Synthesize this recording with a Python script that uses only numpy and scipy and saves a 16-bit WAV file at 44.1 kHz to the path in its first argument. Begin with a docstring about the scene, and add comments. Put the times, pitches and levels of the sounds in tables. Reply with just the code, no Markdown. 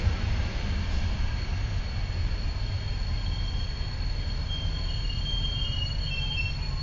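"""The brakes of a long passenger train sing, then squeal in bursts as it rolls slowly into a night station.
Heard from high above the platforms, the blocks rub and grab, and their friction sets the wheels ringing.
Underneath, the coaches rumble and thump, bogies drone, rough rails roar and the running gear moans.
A valve lets out a short puff of air and a waiting railcar idles; squeals and moans echo round the yard."""
import sys
import numpy as np
from scipy import signal
from scipy.fft import rfft, irfft, next_fast_len
from scipy.io import wavfile
from scipy.ndimage import uniform_filter1d

SR = 44100
rng = np.random.default_rng(int(sys.argv[2]) if len(sys.argv) > 2 else 0)


def persist_wave(psi):
    """Save psi, clipped to +-1, as 16-bit WAV."""
    counts = np.round(np.clip(psi, -1, 1) * 32767).astype(np.int16)
    wavfile.write(sys.argv[1], SR, np.atleast_2d(counts).T)


N = 300762
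TIME = np.arange(N) / SR


def gain_of(db):
    """Decibels to amplitude."""
    return 10 ** (np.asarray(db) / 20)


def evened(x):
    """Scales to an rms of one."""
    return x / np.sqrt(np.mean(abs(x) ** 2) + 1e-20)


def steadied(x, size=9000):
    """Holds the rms at one over a short span of samples."""
    return x / np.sqrt(uniform_filter1d(x ** 2, size=size))


def read(points, hz):
    """A spectrum table, joined on a log-frequency axis."""
    f, value = np.transpose(points)
    return np.interp(np.log(hz + 1), np.log(f + 1), value)


def follow(curve):
    """A level curve at every sample."""
    return np.interp(TIME, *np.transpose(curve))


def swells(rows, half_width_s):
    """Brief rounded rises of a level, in dB."""
    return sum(db * np.exp(-((TIME - s) / half_width_s) ** 2) for s, db in rows)


def add(mix, s, sound):
    """Mixes a sound in at a time."""
    part = mix[round(s * SR):][:len(sound)]
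    part += sound[:len(part)]


def noise(shape, size=N):
    """Noise of rms one whose amplitude spectrum is shape(Hz)."""
    padded = next_fast_len(size)
    spectrum = rfft(rng.standard_normal(padded)) * shape(np.fft.rfftfreq(padded, 1 / SR))
    return evened(irfft(spectrum, padded)[:size])


def wander(rate_hz, size=N):
    """Smooth random motion, rolled off above the given rate."""
    return noise(lambda f: 1 / (1 + (f / rate_hz) ** 4), size=max(size, SR))[:size]


def wash(colour, patchy_db):
    """Coloured noise that swells in random patches of time and frequency."""
    hz = np.fft.rfftfreq(4096, 1 / SR)
    real, imag, patches = rng.standard_normal((3, N // 1024 + 5, len(hz)))
    patches = uniform_filter1d(patches, size=14, axis=0)
    patches = evened(uniform_filter1d(patches, size=5, axis=1))
    frames = (real + 1j * imag) * gain_of(read(colour, hz) + patchy_db * patches)
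    return evened(signal.istft(frames.T, nperseg=4096, noverlap=3072)[1][:N])


def ringing(modes):
    """Resonances kept alive by random friction, at an rms of one."""
    return evened(sum(gain_of(db) * noise(lambda f: 1 / (1 + 2 * ((f - hz) / width) ** 2))
                      for hz, width, db in modes))


def slipping_phase(hz, jitter_hz, slip_hz, size=N):
    """Phase of a friction tone whose pitch is shaken by uneven slipping."""
    return 2 * np.pi * np.cumsum(hz + jitter_hz * wander(slip_hz, size)) / SR


def scatter(rate_hz, share, size=N):
    """Many shifting paths from a moving wheel add to the direct one, so that a tone flutters."""
    shifting = wander(rate_hz, size) + 1j * wander(rate_hz, size)
    paths = np.sqrt(1 - share) + np.sqrt(share / 2) * shifting
    return paths / np.sqrt(uniform_filter1d(abs(paths) ** 2, size=4000))


def yard(x):
    """Sparse echoes from coaches, roofs and platforms, the treble dying first."""
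    # decay of the yard: (frequency [Hz], time to fall 60 dB [s])
    decay = [(200, 1), (3000, 1), (7000, 0.18)]
    taps = rng.choice([-1., 1.], SR) * (rng.random(SR) < 2000 / SR)  # about 2000 echoes in a second
    hz, t, frames = signal.stft(taps, SR, nperseg=256)
    fade = gain_of(-60 * t / read(decay, hz)[:, None])
    tail = signal.istft(frames * fade, SR, nperseg=256)[1]
    return signal.fftconvolve(x, tail / np.linalg.norm(tail))[:N]


def idling_railcar(firing_hz=40.13):
    """Low orders of a diesel whose speed wavers a little."""
    # engine tones: (order [multiple of the firing rate], level [dB])
    orders = [(1, -34), (2, -45), (5, -58.5)]
    cycles = np.cumsum(firing_hz + 0.435 * wander(rate_hz=2.74)) / SR
    return np.sqrt(2) * sum(gain_of(db) * np.sin(2 * np.pi * (k * cycles + rng.random()))
                            for k, db in orders)


def air_puff(start_s=.87, attack_s=.065, peak_db=-50, fade_db_per_s=80):
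    """A brake valve vents a brief, bright hiss."""
    # colour of the escaping air: (frequency [Hz], relative level [dB])
    colour = [(2500, -25), (4500, 7.5), (6000, 3), (6800, 3), (7200, -7), (8000, -24.5)]
    t = TIME - start_s
    opening = np.clip(t / attack_s, 0, 1)
    level_db = peak_db - fade_db_per_s * np.maximum(t - attack_s, 0)
    return opening * gain_of(level_db) * wash(colour, patchy_db=-4.5)


def coach_rumble(fade_db_per_s=0.54):
    """Coach bodies rumble over a deep thudding; thumping wheels lift the one, lurches the other."""
    # colour of the thudding: (frequency [Hz], relative level [dB])
    thud_colour = [(7, -21.5), (12, -7), (27, 6), (45, -3), (56, -4), (75, -20), (150, -85)]
    # colour of the coach bodies: (frequency [Hz], relative level [dB])
    body_colour = [(35, -23), (51, -2), (69, 0), (77, 3.5), (86, -0.5), (102, 2), (114, -16), (150, -38),
                   (280, -83)]
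    # a coach lurches: (time [s], lift [dB])
    lurches = [(0.97, 9.5), (1.23, 9.5)]
    # heavy wheels thump over the track: (time [s], lift [dB])
    thumps = [(0.085, 10.5), (0.29, 6.5), (.39, 4), (0.75, 5.5), (1.07, 4), (1.19, 3.5), (1.32, 2.5),
              (1.57, 4.5), (1.69, 7), (2.21, 6.5), (2.49, 2), (2.75, 5.5), (2.95, 4), (3.17, 6), (3.33, 4),
              (3.55, 3.5), (4.45, 1.5), (4.65, 5.5), (5.2, 2), (5.65, 5), (5.82, 6), (6.45, 8)]
    bed_db = -32.5 - fade_db_per_s * TIME
    thud_db = -36 + 0.44 * (bed_db - bed_db.mean()) + swells(lurches, half_width_s=0.072)
    body_db = bed_db + swells(thumps, half_width_s=0.045)
    thudding = gain_of(thud_db) * steadied(wash(thud_colour, patchy_db=-2.5))
    rumble = gain_of(body_db) * steadied(wash(body_colour, patchy_db=1.5), size=5000)
    return thudding + rumble


def bogie_hum():
    """The bogies hum low, swelling and ebbing as they pass."""
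    # colour of the hum: (frequency [Hz], relative level [dB])
    colour = [(90, -31.5), (118, 0.5), (134, 0.5), (143, 1.5), (154, -3.5), (172, -20), (190, -31),
              (320, -77.5)]
    # the bogies passing: (time [s], level [dB])
    passing = [(0, -44), (1.5, -42.5), (2.7, -45), (3.6, -42), (4.6, -43.5), (5.4, -38.5), (6.82, -38.5)]
    return gain_of(follow(passing)) * steadied(wash(colour, patchy_db=3.5))


def rolling_db(start_db=-41, drop_db=4.5, drop_s=1.38, fade_db_per_s=.5):
    """Level of the wheel-on-rail noise: it drops as the brakes take hold, then fades slowly."""
    braking = 1 - np.exp(-(TIME / drop_s) ** 2)
    return start_db - drop_db * braking - fade_db_per_s * TIME


def rolling_noise():
    """Rough rails roar; as the train slows, the bogie drone dies faster and the rubbing comes forward."""
    # drone of the bogies: (frequency [Hz], relative level [dB])
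    drone_colour = [(140, -20), (168, 5), (185, -4.5), (196, -8), (202, 2), (208, -2), (226, -1),
                    (245, -11.5), (269, -14.5), (280, -19), (500, -65.5)]
    # roar of wheel on rail: (frequency [Hz], relative level [dB])
    roar_colour = [(150, -1), (280, 1), (390, -0.5), (470, -3.5), (600, -1.5), (750, -3.5), (900, -4.5),
                   (1250, -7), (1900, -6), (2800, -7), (3250, -7), (3500, -11.5), (4000, -13.5),
                   (5000, -24), (7000, -59)]
    # hiss of rubbing brake blocks: (frequency [Hz], relative level [dB])
    rub_colour = [(2500, -22), (3800, -2), (4700, 3.5), (5400, 2), (6100, 0), (6600, -0.5), (6800, -6.5),
                  (7050, -9), (7300, -17), (8000, -44.5)]
    roll_db = rolling_db()
    drone = gain_of(roll_db - 1 - 0.5 * TIME) * wash(drone_colour, patchy_db=1.16)
    roar = gain_of(roll_db + 1.73) * wash(roar_colour, patchy_db=2.0)
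    rub = gain_of(roll_db - 11 + 0.33 * TIME) * wash(rub_colour, patchy_db=3)
    return drone + roar + rub


def wheel_ring():
    """The rail stirs the wheels' resonances, which ring less as the train slows."""
    # wheel resonances: (frequency [Hz], width [Hz], relative level [dB])
    modes = [(735, 460, -0.5), (910, 59, -2), (1350, 20, -15), (1610, 54, 0), (1676, 38, -2.5),
             (2233, 140, -1.5), (2278, 30, -4.5), (2727, 31, -1), (3090, 25, -6), (3290, 34, -10)]
    # strength of the ring: (time [s], level relative to the rolling [dB])
    strength = [(0, -6.5), (.9, -5.5), (1.45, -2.5), (2.5, -7), (4.5, -5), (6.82, -7.5)]
    return gain_of(rolling_db() + follow(strength)) * ringing(modes)


def brake_groan(held_db=-58, build_s=3.6):
    """A soft groan of the brake gear builds up, then holds."""
    # brake gear resonances: (frequency [Hz], width [Hz], relative level [dB])
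    modes = [(231, 10, 0.5), (520, 4.6, -2), (572, 20, -8), (1034, 45, 0.5)]
    return gain_of(held_db) * np.minimum(TIME / build_s, 1) * ringing(modes)


def faint_tones():
    """Soft tones swell, sink a little in pitch as the wheels slow, and fade."""
    # the running gear's moaning and, at 5470 Hz, a faint high overtone of the last brake squeal:
    # (midpoint [s], length [s], pitch [Hz], level [dB])
    tones = [(0.128, 0.31, 1332, -52.5), (.9, 1.6, 201.2, -47), (2.029, 0.48, 2210, -56),
             (3.135, 0.11, 2110, -55), (3.2, 0.59, 1047, -56.5), (3.88, 0.2, 1040, -59.5),
             (4.55, 0.85, 156.2, -46.5), (4.8, 0.22, 1028, -52.5), (4.9, 4.65, 268.3, -55.5),
             (5.85, 1.3, 557, -59.5), (6.28, 0.24, 864, -53), (6.49, 0.2, 5470, -55),
             (6.445, .18, 990, -57), (6.63, 0.17, 962, -53.5), (6.641, 0.18, 2440, -52),
             (6.68, 0.37, 863, -57), (6.76, 0.2, 1073, -53.5)]
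    sink_per_s, waver = .01, .005  # shares of the pitch
    out = np.zeros(N)
    for middle, length, hz, db in tones:
        t = np.arange(-length / 2, length / 2, 1 / SR)
        phase = slipping_phase(hz * (1 - sink_per_s * t), waver * hz, slip_hz=32.4, size=len(t))
        tone = np.exp(1j * phase) * scatter(rate_hz=16.0, share=0.35, size=len(t))
        swell = gain_of(db) * np.cos(np.pi * t / length)
        out += np.interp(TIME - middle, t, swell * tone.real, left=0, right=0)
    return np.sqrt(2) * out


def singing_brakes():
    """Light friction keeps a few modes ringing; as wheels slow or catch, some lock into steady tones."""
    # the singing's slow rise: (time [s], level [dB])
    rise = [(0, -50.5), (1.7, -51), (3.0, -46), (4.1, -45), (4.65, -48), (4.8, -42.5), (5.78, -44),
            (6.6, -44), (6.82, -41.5)]
    # a block catches and the singing flares: (time [s], lift [dB])
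    flares = [(1.41, 5), (1.91, 3), (2.12, 2), (2.43, 2.5), (4.32, 2.5), (5.89, 3.5), (6.05, 4)]
    # freely ringing modes: (frequency [Hz], width [Hz], relative level [dB])
    modes = [(4302, 29, -5.5), (4383, 36, -7.5), (4396, 120, -6.5), (6940, 110, -21)]
    # locked tones: (starting pitch [Hz], drift [Hz/s], relative level [dB])
    pitches = [(4363, -.5, 2.5), (4426, -6, -.5), (4315, -1, -7), (7019, -1, -20.5)]
    tones = np.zeros(N)
    for hz, drift, db in pitches:
        phase = slipping_phase(hz + drift * TIME, jitter_hz=4.05, slip_hz=7.98)
        tones += gain_of(db) * (np.exp(1j * phase) * scatter(rate_hz=15, share=0.5)).real
    flare_db = swells(flares, half_width_s=0.048)
    locked_db = np.interp(TIME, [0, 6], [-2, 6]) + flare_db  # balance of tones over modes
    blend = gain_of(locked_db) * evened(tones) + ringing(modes)
    return gain_of(follow(rise) + flare_db) * steadied(blend)


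def squeal(start, attack, length, hz, db, octave_db):
    """Rough friction swells around one wheel mode and the brake locks on: a tone with a faint octave."""
    # the harder a squeal, the purer its tone: (level [dB], roughness [0-1])
    roughness = [(-46.5, .8), (-35.5, 0.3)]
    lead_s, spread_s, friction_db = .22, .07, -18.5  # the friction reaches beyond the grip
    release_s, sag_hz = 0.032, 12
    t = np.arange(-lead_s, length + 8 * release_s, 1 / SR)
    build = np.sin(np.pi / 2 * np.clip(t / attack, 0, 1)) ** 2
    bite = build * np.exp(-np.maximum(t - length, 0) / release_s)
    pitch = hz + sag_hz * (1 - bite)  # starts sharp and sags as the block bites
    carrier = np.exp(1j * slipping_phase(pitch, jitter_hz=3.75, slip_hz=60, size=len(t)))
    tone = carrier * scatter(rate_hz=38, share=np.interp(db, *np.transpose(roughness)), size=len(t))
    octave = gain_of(octave_db) * carrier ** 2 * scatter(rate_hz=77, share=1.0, size=len(t))
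    pressure = np.exp(-((t - (attack + length) / 2) / (length / 2 + spread_s)) ** 2)
    friction = gain_of(friction_db) * pressure * carrier * scatter(rate_hz=85, share=1.0, size=len(t))
    return start - lead_s, np.sqrt(2) * gain_of(db) * (bite * (tone + octave) + friction).real


def squealing_brakes():
    """Brake blocks grab in bursts, each grab making a wheel squeal."""
    # the grabs: (start [s], attack [s], grip length [s], pitch [Hz], level [dB], relative octave [dB])
    grabs = [(2.6, 0.1, 0.13, 3236, -49, -31), (2.78, 0.053, 0.16, 3210, -51.5, -31),
             (3.0, 0.36, .67, 3215, -46.5, -25.5), (3.68, 0.06, 0.2, 3215, -51, -29),
             (4.131, 0.069, .22, 3230, -52.5, -37), (4.468, .065, 0.085, 3210, -35.5, -25.5),
             (4.576, .03, 0.085, 3168, -39.5, -24), (4.7, 0.045, 0.085, 3240, -44, -29),
             (4.81, 0.042, 0.21, 3187, -47, -33.5), (5.04, 0.17, 0.25, 3180, -46, -24.5),
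             (5.205, 0.1, 0.18, 3189, -34.5, -25), (5.415, 0.032, 0.1, 3195, -35.5, -27.5),
             (5.529, 0.048, .11, 3190, -33.5, -33), (5.66, .04, .08, 3200, -43, -23),
             (5.95, 0.062, 0.12, 3145, -49, -32), (5.979, .15, 0.18, 3178, -38.5, -32),
             (6.185, 0.035, 0.055, 3173, -34, -30.5), (6.265, 0.042, 0.085, 3175, -34.5, -34),
             (6.394, 0.017, 0.11, 3186, -44.5, -22), (4.84, .08, .11, 2900, -45, -29),
             (5.0, 0.12, 0.14, 2844, -38, -29.5), (5.405, .035, 0.044, 2890, -48, -31.5),
             (5.535, 0.039, .06, 2840, -43, -29.5), (5.61, .05, 0.075, 2865, -37.5, -29),
             (5.71, 0.032, 0.05, 2902, -34, -26), (5.77, 0.028, 0.085, 2858, -35, -25.5),
             (5.88, 0.027, 0.05, 2880, -41, -30), (6.02, 0.04, 0.063, 2890, -45.5, -38.5),
             (6.096, 0.03, .095, 2694, -37, -20), (6.24, .025, 0.04, 2650, -48, -29),
             (6.3, .025, .05, 2850, -47, -31), (6.35, 0.034, 0.065, 2677, -30.5, -19.5),
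             (6.43, 0.018, 0.055, 2714, -36.5, -23), (6.58, .04, 0.08, 2840, -53, -34)]
    out = np.zeros(N)
    for grab in grabs:
        add(out, *squeal(*grab))
    return out


def scene():
    """Squeals and fainter tones ring out over the yard, above the rolling train."""
    train = coach_rumble() + bogie_hum() + rolling_noise() + wheel_ring() + brake_groan()
    bed = train + singing_brakes() + air_puff() + idling_railcar()
    cries = faint_tones() + squealing_brakes()
    return (bed + cries + gain_of(-18.5) * yard(cries))[None]


def record(dry, cutoff_hz=7900):
    """A steep low-pass takes off the top treble."""
    low_pass = signal.firwin(301, cutoff_hz, window=("kaiser", 9), fs=SR)
    return signal.oaconvolve(dry, low_pass[None], "same")


dry = scene()
out = record(dry)
persist_wave(out)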